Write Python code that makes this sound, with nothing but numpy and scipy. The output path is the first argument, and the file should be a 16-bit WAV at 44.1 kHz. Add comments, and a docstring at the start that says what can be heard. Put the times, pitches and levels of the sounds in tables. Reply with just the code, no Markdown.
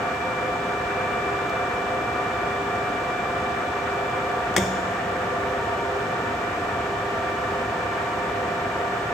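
"""A workshop, the stereo microphone a step away from a geared centre lathe running at constant speed.
Motor and headstock gears whine in many lines over the rumble of bearings and churning oil, with a
wavering hum and the whistle of the fastest mesh. Early on, the apron lever gives one small tick.
Midway the feed clutch drops in with a steel clank and a thud of the apron that ring out in the room;
the gears then carry the carriage along."""
import sys
import numpy as np
from scipy import signal
from scipy.fft import rfft, irfft, next_fast_len
from scipy.io import wavfile

SR = 44100
rng = np.random.default_rng(int(sys.argv[2]) if len(sys.argv) > 2 else 0)


def to_wav(s):
    """Save 16-bit WAV."""
    ch = np.atleast_2d(s).T  # columns
    pcm = np.round(np.clip(ch, -1, 1) * 32767)  # PCM
    wavfile.write(sys.argv[1], SR, pcm.astype(np.int16))


N = 402633

SHAFT_HZ = (18.85, 28.9)   # turns a second of the two fast shafts
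# The clutch dogs meeting. Each row: start in seconds, strength in dB.
DOG_CONTACTS = [(4.5412, -23), (4.5638, -7), (4.5650, 2.5), (4.5692, -15), (4.5760, -14.5), (4.5810, -8)]
# Slow swell of the gear growl in the low middle. Each row: time in seconds, gain in dB.
GROWL_SWELL = [(0, -1), (.8, -1), (1.15, -0.3), (1.4, -0.5), (1.7, 0), (3.5, 0), (3.9, -0.9), (4.8, 0.2),
               (5.3, 0.5), (6.7, 0.2), (7.1, -.5), (8.25, -1), (8.38, 1), (8.52, 0), (9.1, 0.6)]
GROWL_HZ, GROWL_WIDTH_HZ = 620, 400
# How alike left and right sound. Each row: frequency in Hz, likeness from -1 (opposed) to 1 (the same).
STEREO_LIKENESS = [(450, 1), (550, 0.64), (1100, 0.5), (1700, 0.06), (3800, 0.2), (5600, 0.2), (7300, 0.5),
                   (8500, 0.9), (9230, -1), (11100, -1), (11450, 1), (12800, 1), (13000, 0.5)]


def gear_whine(speed_wander=0.00025, jitter_rad=0.17, waver_db=1.24, runout=0.03, gain_db=0.41):
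    """All lines follow one motor speed; tooth errors make each flutter, untrue shafts throb on them."""
    # Motor and gear lines. Each row: frequency in Hz, level running free in dB, level with the feed
    # engaged in dB, left over right in dB, lead of the left side in radians.
    gear_lines = [(68, -60, -57, 2, 0), (74.7, -53, -52, 1, -0.1), (97.6, -59, -52, 1, 0),
                  (102, -58, -53, 1, 0), (107.7, -54, -52, 2, 0), (124.5, -57, -55, 2, 0),
                  (173.9, -49, -50, -1, 0.1), (250.3, -52, -53, 1, 0.2), (300.1, -53, -56, 1, -0.4),
                  (325, -49, -48, 0, 0), (349.9, -49, -48, -1, -0.2), (361.7, -55, -51, 1, 0.0),
                  (422.6, -47, -48, 1, -0.2), (457.6, -55, -56, 2, 0), (511.8, -41.5, -41.5, -1, 0.3),
                  (517.1, -48, -47, -1, 0.2), (580.1, -58, -57, -1, -0.6), (587.5, -47, -47.5, -7, -0.1),
                  (620.8, -53, -50, -2, 0.1), (665, -52, -51, 1, -0.1), (685, -52, -51, 2, 0.9),
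                  (694.1, -38, -37, -4, 0.5), (700.5, -45, -45, -4, 0.7), (723, -35.3, -37.6, 5, 0.0),
                  (747.6, -51, -52, -3, -0.1), (752, -44, -45.5, -8, 0.1), (761.1, -57, -55, 0, 0.1),
                  (771.8, -54, -54, -2, 0.1), (896.7, -50, -48, 1, 0.1), (925.6, -52, -47, -2, 0.5),
                  (931.3, -57, -48, 1, -0.1), (940.1, -56, -51, -3, -0.5), (992.9, -53, -56, -5, 0.5),
                  (1037.6, -55, -63, 2, -0.1), (1115.4, -54, -55, -6, -1.5), (1137.6, -51, -50, -2, -0.5),
                  (1156.1, -56, -54, 0, 1.3), (1174.9, -38.7, -39, 1, -0.2), (1193.7, -46.5, -50, -5, 0.4),
                  (1203.8, -55, -56, 3, -0.6), (1212.6, -53, -53, -4, 0.0), (1260.4, -54, -61, 1, 0.4),
                  (1324.3, -55, -56, 3, 1.4), (1367.4, -54, -56, -1, 0.9), (1417.2, -57, -55, 0, 0.8),
                  (1451.5, -46.5, -48.5, 4, -0.8), (1456.2, -55, -59, 5, -0.2), (1463.2, -49, -51, 3, 0.7),
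                  (1509.3, -54.5, -53.5, -1, -0.3), (1596.5, -50, -50, -2, 3.0),
                  (1636.5, -53, -55, -3, 0.8), (1665.5, -60, -59, 0, 1.1), (1694.4, -57, -62, 3, -0.4),
                  (1729.4, -46, -50, 2, 0.4), (1742.8, -56, -65, 0, 1.0), (1762.7, -50, -44, -4, 0.3),
                  (1781.2, -58, -55.5, -3, 0.6), (1791.3, -60, -57, -4, -0.4), (1821.6, -49, -48, -1, 1.2),
                  (1862.3, -51, -57, -5, 1.6), (1880.1, -63, -55, -1, 0.3), (1995.9, -60, -58, 7, 1.4),
                  (2313.1, -55, -55, 2, 1.9), (2570.5, -58, -65, -4, 3.0), (2628.1, -59, -65, 7, 1.1),
                  (2937.3, -61, -59, -1, 2.1), (3060.7, -67, -61, 9, 1.0), (3523.7, -58, -66, 9, 0.7),
                  (3857.8, -69, -69, 2, 1.3), (4112.8, -69, -67, 10, -0.7), (4698.6, -72, -72, 3, -0.8)]
    # Slow swell of the singing upper meshes. Each row: time in seconds, gain in dB.
    singing_swell = [(0, -1.5), (1.2, 1.5), (2.3, 1.5), (3.3, 1.3), (4.4, -0.2), (4.7, -3), (5.3, 0.4),
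                     (9.1, -0.5)]
    t = np.arange(N) / SR
    motor_time = t + speed_wander * np.cumsum(drift(1.38)) / SR
    engaged = np.clip((t - DOG_CONTACTS[0][0]) / 0.22 + .5, 0, 1)   # the load comes on over 0.22 s
    slow_throb, fast_throb = [1 + runout * np.sin(2 * np.pi * hz * motor_time) for hz in SHAFT_HZ]
    wavers = [from_db(gain_db + waver_db * drift(5)) for _ in range(7)]
    jitters = [jitter_rad * drift(14) for _ in range(11)]
    growl = from_db(in_time(GROWL_SWELL)) - 1
    singing = from_db(in_time(singing_swell)) - 1
    out = np.zeros((2, N))
    for k, (hz, free_db, fed_db, balance_db, lead) in enumerate(gear_lines):
        phase = 2 * np.pi * ((hz * motor_time + rng.random()) % 1) + jitters[k % len(jitters)]
        load = from_db(free_db) * (1 - engaged) + from_db(fed_db) * engaged
        swell = 1 + growl * within(hz, GROWL_HZ, GROWL_WIDTH_HZ) + singing * within(hz, 1280, 500)
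        throb = slow_throb if hz > 1000 else fast_throb   # fine-toothed meshes ride on the slower shaft
        level = load * swell * wavers[k % len(wavers)] * throb
        pan = sides(balance_db - 2)   # all lines shifted a little to the right
        out += np.sqrt(2) * pan * level * np.sin(np.float32([phase + lead, phase]))
    return out


def headstock_rumble(repeating=0.24, churn_depths=(.07, .02), flutter_db=0.8):
    """Bearings, churned oil and uneven teeth shake the casting; the mids pulse as the shafts turn."""
    # Noise of bearings and oil. Each row: frequency in Hz, density in dB per Hz.
    bearing_spectrum = [(30, -86), (42, -68.5), (60, -65.5), (100, -60.5), (250, -68), (600, -70),
                        (1300, -64.5), (1750, -64.5), (2100, -72.5), (2900, -76), (4200, -83.5),
                        (8000, -90), (12500, -101.0), (15500, -104.4)]
    # Resonances of the casting and guards. 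Each row: centre in Hz, width in Hz, lift in dB.
    panel_resonances = [(217, 16, 3), (270, 90, 7), (374, 33, 1.5), (405, 68, 8.5), (477, 36, 7),
                        (519.7, 53, 10), (580, 94, 4.5), (662.4, 29, 10), (680, 20, 7.5), (720, 19, 5),
                        (785, 67, 7.5), (895, 82, 5), (943, 49, 4.5), (1046, 62, 5.5), (1154, 45, 6),
                        (1277, 18, 7.5), (1380, 91, 5.5), (1867, 12, 5.5), (2360, 660, 3.5),
                        (2342, 29, 8.5), (2918, 36, 7), (3510, 220, 3.5), (5680, 180, 2.5), (6800, 740, 2)]
    # Quiet gaps between them. Each row: centre in Hz, width in Hz, dip in dB.
    panel_gaps = [(446, 20, -2), (557, 21, -2.5), (733, 16, 0), (800, 24, -1.5), (964, 16, -1),
                  (1074, 30, -3), (1223, 18, -1.5), (1336, 16, -5.5), (1430, 14, -4.5), (1710, 61, -0.5)]
    # Where the rumble sits in the stereo image. Each row: frequency in Hz, left over right in dB.
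    balance = [(100, -1.3), (250, 3), (500, 0.5), (800, 0.5), (2000, -0.5), (2800, 2.5), (5500, 5.5),
               (9500, 1)]
    # How far its left side leads the right. Each row: frequency in Hz, lead in radians.
    left_lead = [(150, .02), (700, 0.26), (1500, 0.27), (3000, 0.82), (4200, 0.72), (6500, 0)]

    def casting(hz):
        lifts_db = sum(db / (1 + (2 * (hz - centre) / width) ** 2)
                       for centre, width, db in panel_resonances + panel_gaps)
        gain = from_db(at_hz(bearing_spectrum, hz) + lifts_db) * np.sqrt(SR / 2)
        lead = np.exp(1j * np.array([[.5], [-.5]]) * at_hz(left_lead, hz))
        return gain * sides(at_hz(balance, hz)) * lead

    def mid_side_shares(hz):
        alike = np.clip(at_hz(STEREO_LIKENESS, hz), -.994, .994)
        return np.sqrt(np.array([1 + alike, 1 - alike]) / 2)

    # the same worn teeth meet again on every turn, so part of the shaking repeats
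    turn_lengths = [round(SR / hz) for hz in SHAFT_HZ]
    teeth = sum(rng.standard_normal((2, length))[:, np.arange(N) % length] for length in turn_lengths)
    shaking = rms_one(rng.standard_normal((2, N)) + repeating * teeth)
    mid, side = colour(shaking, mid_side_shares)
    rumble = colour(mid + side * [[1], [-1]], casting)
    churning = colour(rumble, lambda hz: within(hz, centre_hz=1900, width_hz=1900))
    t = np.arange(N) / SR
    turns = 1 + sum(depth * np.sin(2 * np.pi * hz * t) for hz, depth in zip(SHAFT_HZ, churn_depths))
    pulsing = turns * from_db(flutter_db * drift(15))
    return swelling(rumble, GROWL_SWELL, GROWL_HZ, GROWL_WIDTH_HZ) + (pulsing - 1) * churning


def headstock():
    """Whine and rumble together, with two narrow bands that rise and fall unevenly."""
    # Uneven throb of the low gear drone. Each row: time in seconds, gain in dB.
    drone_throb = [(0, -0.5), (.25, 1), (.45, 6.5), (.72, -2.5), (.95, 4), (1.45, -1.5), (1.85, 1),
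                   (2.3, -1.5), (2.85, -3.5), (3.6, 1), (3.8, -0.5), (4.2, 2), (4.6, 0), (5.4, 1),
                   (6.1, -1), (6.8, -2.5), (7.5, 1.5), (8.1, -2.5), (8.35, 4), (8.65, 0), (8.9, -2.5)]
    # Surges around the gear tones that the feed brings up. Each row: time in seconds, gain in dB.
    feed_tone_surges = [(0, 2), (.7, 1), (1.9, -1), (2.65, -2), (3.1, -2), (3.3, -7), (3.8, 0), (4.4, 2),
                        (4.85, 0.5), (5.1, -8), (5.75, 5), (6.05, -2), (6.3, 3), (6.55, -3), (6.8, 0),
                        (7.15, -2.5), (8.15, 3.5), (8.35, -1), (8.7, 2), (9.1, 0)]
    gears = swelling(gear_whine() + headstock_rumble(), drone_throb, centre_hz=515, width_hz=50)
    return swelling(gears, feed_tone_surges, centre_hz=932, width_hz=45)


def feed_clutch(crack_s=0.0011, rattle_s=0.012, steel_db=-5.5, mode_split=0.00284, room_db=-10):
    """The dogs snap home in a few quick contacts that set the steel ringing, and the apron thuds."""
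    # Colour of each contact's sharp crack. Each row: frequency in Hz, gain in dB.
    crack_spectrum = [(600, 5), (1200, -1), (1550, -5), (1950, 6.5), (2700, -5), (3400, 4), (4200, -9),
                      (5500, 1), (6400, -2), (8500, -2), (9900, -21), (11000, -17), (13000, -17),
                      (15000, -23)]
    # Modes of the clutch and its shaft. Each row: frequency in Hz, relative level in dB, t60 in seconds.
    steel_modes = [(1770, -26, .09), (1940, -20, .06), (2060, -20, .06), (2190, -24, .06), (2700, -28, .03),
                   (3400, -31, .03), (3397, -49, 1.0), (3526, -41, 1.2), (3595, -49, .8), (4850, -43, .06),
                   (5416, -52, .7), (5560, -42, .95), (5720, -46, .9), (6164, -48, 1.3), (6290, -50, .7),
                   (6901, -48, 1.0), (7030, -39, 1.1), (7100, -39, .9), (7250, -33, .07), (7990, -48, .5),
                   (8480, -24, .04), (8463, -45, .45), (11600, -52, .4), (14150, -50, .5),
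                   (14340, -51, .25), (14750, -50, .5)]
    contacts = clicks_of(DOG_CONTACTS)
    # each contact is a short crack, scattered a little longer among the bed and guards
    burst = sum(from_db(db) * signal.lfilter([1], [1, -np.exp(-1 / (decay_s * SR))], contacts + 1e-18)
                for db, decay_s in [(-10.5, crack_s), (-29, rattle_s)])
    grit = rms_one(rng.standard_normal(N) + 0.96 * rng.standard_normal((2, N)))
    crack = colour(burst * grit, lambda hz: 2 * from_db(at_hz(crack_spectrum, hz)))
    # each mode of the shaft is a close, beating pair, which the two sides hear differently
    upper, lower = [sum(from_db(db + steel_db) * ring(contacts, hz * detune, t60)
                        for hz, db, t60 in steel_modes) for detune in (1 + mode_split, 1 - mode_split)]
    steel = np.array([upper + .5 * lower, lower + .5 * upper])
    direct = (crack + steel) * sides(balance_db=5) + apron_thud()
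    return direct + from_db(room_db) * workshop_reverb(direct.mean(axis=0))


def apron_thud(gain_db=-3, low_cut_hz=77):
    """The heavy apron is jolted as the slack is taken up; it radiates little deep bass."""
    # The load arriving. Each row: time in seconds, strength in dB, length of the push in seconds.
    jolts = [(4.5745, 0, .0007), (4.5800, 4.5, .0009), (4.6160, 9, .008)]
    # Modes of the apron. Each row: frequency in Hz, relative level in dB, t60 in seconds.
    apron_modes = [(108, -31, .16), (132, -28.5, .11), (190, -33.5, 2.0), (198, -25, .22),
                   (365, -20.5, .11), (575, -23, .09), (700, -28, .05), (980, -29, .05)]
    pushes = pushes_of(jolts)
    thud = sum(from_db(db + gain_db) * ring(-pushes, hz, t60) for hz, db, t60 in apron_modes)
    return signal.sosfilt(signal.butter(3, low_cut_hz, "high", fs=SR, output="sos"), thud)


def motor_hum():
    """A 400 Hz hum, heard wavering irregularly in level; it beats with a weaker gear line just below."""
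    # Chance rises and dips of that tone. Each row: time in seconds, level in dB.
    heard_levels = [(0, -44), (.9, -36), (1.3, -37.5), (1.8, -38), (2.85, -36), (3.1, -45.5), (3.7, -37),
                    (3.95, -36.5), (4.3, -40), (5.0, -42.5), (5.5, -35.5), (6.0, -35.5), (6.55, -41.5),
                    (7.15, -35.5), (7.6, -37.5), (7.9, -41.5), (8.85, -36.5), (9.1, -39)]
    hum = wavering_line(400.1, in_time(heard_levels), waver_db=-0.3, waver_rate=4.4,
                        balance_db=1, lead_rad=0.25, jitter_rad=0.17)
    neighbour = wavering_line(397.7, level_db=-52.5, waver_db=3, waver_rate=1.4,
                              balance_db=-3, lead_rad=0.15, jitter_rad=0.8)
    return hum + neighbour


def mesh_whistle():
    """The fastest mesh whistles; it is heard loud at first, and quieter from just before the clutch drops in."""
    # Course of the whistle. Each row: time in seconds, level in dB.
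    whistle_levels = [(0, -41.5), (.35, -36.5), (.6, -40.5), (.95, -37), (1.3, -38.5), (1.7, -39),
                      (2.7, -41), (3.0, -42), (3.25, -39), (3.7, -43), (4.15, -39.5), (4.35, -47.5),
                      (9.1, -47.5)]
    return wavering_line(2349.3, in_time(whistle_levels), waver_db=-0.2, waver_rate=7,
                         balance_db=3, lead_rad=-0.21, jitter_rad=0.33)


def lever_tick(start_s=1.494, decay_s=.009, gain_db=-39.5):
    """A small bright metal tick while the hand rests on the apron lever."""
    # Colour of the tick. Each row: frequency in Hz, gain in dB.
    tick_spectrum = [(2500, -15), (4000, 8), (7500, 1), (9800, -22), (11500, -7), (14500, -8)]
    since = np.arange(N) / SR - start_s
    burst = rng.standard_normal(N) * (since > 0) * np.exp(-np.abs(since) / decay_s)
    return from_db(gain_db) * colour(burst, lambda hz: from_db(at_hz(tick_spectrum, hz)))


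def workshop_reverb(x, build_up_s=0.0053):
    """Diffuse stereo reverberation: octave bands of reflections, each dying at its own rate."""
    # How long the workshop rings. Each row: frequency in Hz, t60 in seconds.
    room_t60 = [(200, 0.88), (2000, 0.26), (7000, 1), (14000, 0.16)]
    t, tail = np.arange(SR) / SR, 0
    edges = np.geomspace(62, 16000, 9)
    for low, high in zip(edges, edges[1:]):
        hz = np.sqrt(low * high)
        octave = signal.butter(2, [low, high], "band", fs=SR, output="sos")
        mid, side = signal.sosfilt(octave, rng.standard_normal((2, SR)))
        alike = at_hz(STEREO_LIKENESS, hz)
        band = np.sqrt(1 + alike) * mid + np.sqrt(1 - alike) * side * [[1], [-1]]
        tail = tail + band * np.exp(-np.log(1000) * t / at_hz(room_t60, hz))
    tail *= 1 - np.exp(-t / build_up_s)   # reflections build up over the first metres
    return signal.fftconvolve(x[None], rms_one(tail) / np.sqrt(SR), axes=1)[:, :N]


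def wavering_line(hz, level_db, waver_db, waver_rate, balance_db, lead_rad, jitter_rad):
    """One stereo tone whose loudness and phase waver by chance."""
    phase = 2 * np.pi * (hz * np.arange(N) / SR + rng.random()) + jitter_rad * drift(7)
    level = from_db(level_db + waver_db * drift(waver_rate))
    return np.sqrt(2) * level * sides(balance_db) * np.sin([phase + lead_rad, phase])


def ring(clicks, hz, t60):
    """A unit click sets a sine of height 1 ringing; it falls 60 dB in t60 seconds."""
    radius, angle = np.exp(-np.log(1000) / (t60 * SR)), 2 * np.pi * hz / SR
    return signal.lfilter([0, np.sin(angle)], [1, -2 * radius * np.cos(angle), radius ** 2], clicks + 1e-18)


def clicks_of(events):
    """One impulse for each row of seconds and dB."""
    out = np.zeros(N)
    for s, db in events:
        out[round(s * SR)] += from_db(db)
    return out


def pushes_of(events):
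    """One rounded push centred on each event's time; a long one shakes only the low modes."""
    out = np.zeros(N)
    for s, db, length_s in events:
        push = np.hanning(max(round(length_s * SR), 3))
        start = round(s * SR) - len(push) // 2
        out[start:start + len(push)] += from_db(db) * push / push.sum()
    return out


def swelling(x, curve, centre_hz, width_hz):
    """Let one band rise and fall along a curve of seconds and dB."""
    band = colour(x, lambda hz: within(hz, centre_hz, width_hz))
    return x + (from_db(in_time(curve)) - 1) * band


def drift(rate, hop=40):
    """Smooth random wander of spread 1, changing about `rate` times a second."""
    pole = np.exp(-2 * np.pi * rate * hop / SR)
    slow = signal.lfilter([1], [1, -2 * pole, pole ** 2], rng.standard_normal(N // hop + 2002))[2000:]
    return np.interp(np.arange(N) / hop, np.arange(len(slow)), rms_one(slow))


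def colour(x, gain_at):
    """Filter by a gain that depends on frequency."""
    size = next_fast_len(N)
    return irfft(rfft(x, size) * gain_at(np.fft.rfftfreq(size, 1 / SR)), size)[..., :N]


def within(hz, centre_hz, width_hz):
    """Near 1 inside a band, falling smoothly to 0 outside."""
    return 1 / (1 + (2 * (hz - centre_hz) / width_hz) ** 6)


def sides(balance_db):
    """Left and right gains of constant total power; positive is to the left."""
    gains = from_db(np.array([[.5], [-.5]]) * balance_db)
    return gains / np.sqrt(np.mean(gains ** 2, axis=0))


def at_hz(points, hz):
    """Read a table on a log-frequency axis."""
    freqs, values = np.transpose(points)
    return np.interp(np.log(np.maximum(hz, 1)), np.log(freqs), values)


def in_time(points):
    """Read a curve of seconds and values at every sample."""
    return np.interp(np.arange(N) / SR, *np.transpose(points))


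def from_db(db):
    """Decibels to gain."""
    return 10 ** (np.asarray(db) / 20)


def rms_one(x):
    """Scale to unit rms."""
    return x / np.sqrt(np.mean(x ** 2) + 1e-20)


def scene():
    """The running lathe and its clutch, from a step away."""
    return headstock() + motor_hum() + mesh_whistle() + feed_clutch() + lever_tick()


def record(dry):
    """The microphone loses the deepest bass, the highest peaks are rounded and the top is cut."""
    low_cut_hz, high_cut_hz, ceiling = 34, 15750, .85
    thinned = signal.sosfilt(signal.butter(4, low_cut_hz, "high", fs=SR, output="sos"), dry)
    rounded = ceiling * np.tanh(thinned / ceiling)
    return signal.sosfilt(signal.ellip(10, .2, 80, high_cut_hz, fs=SR, output="sos"), rounded)


dry = scene()
out = record(dry)
to_wav(out)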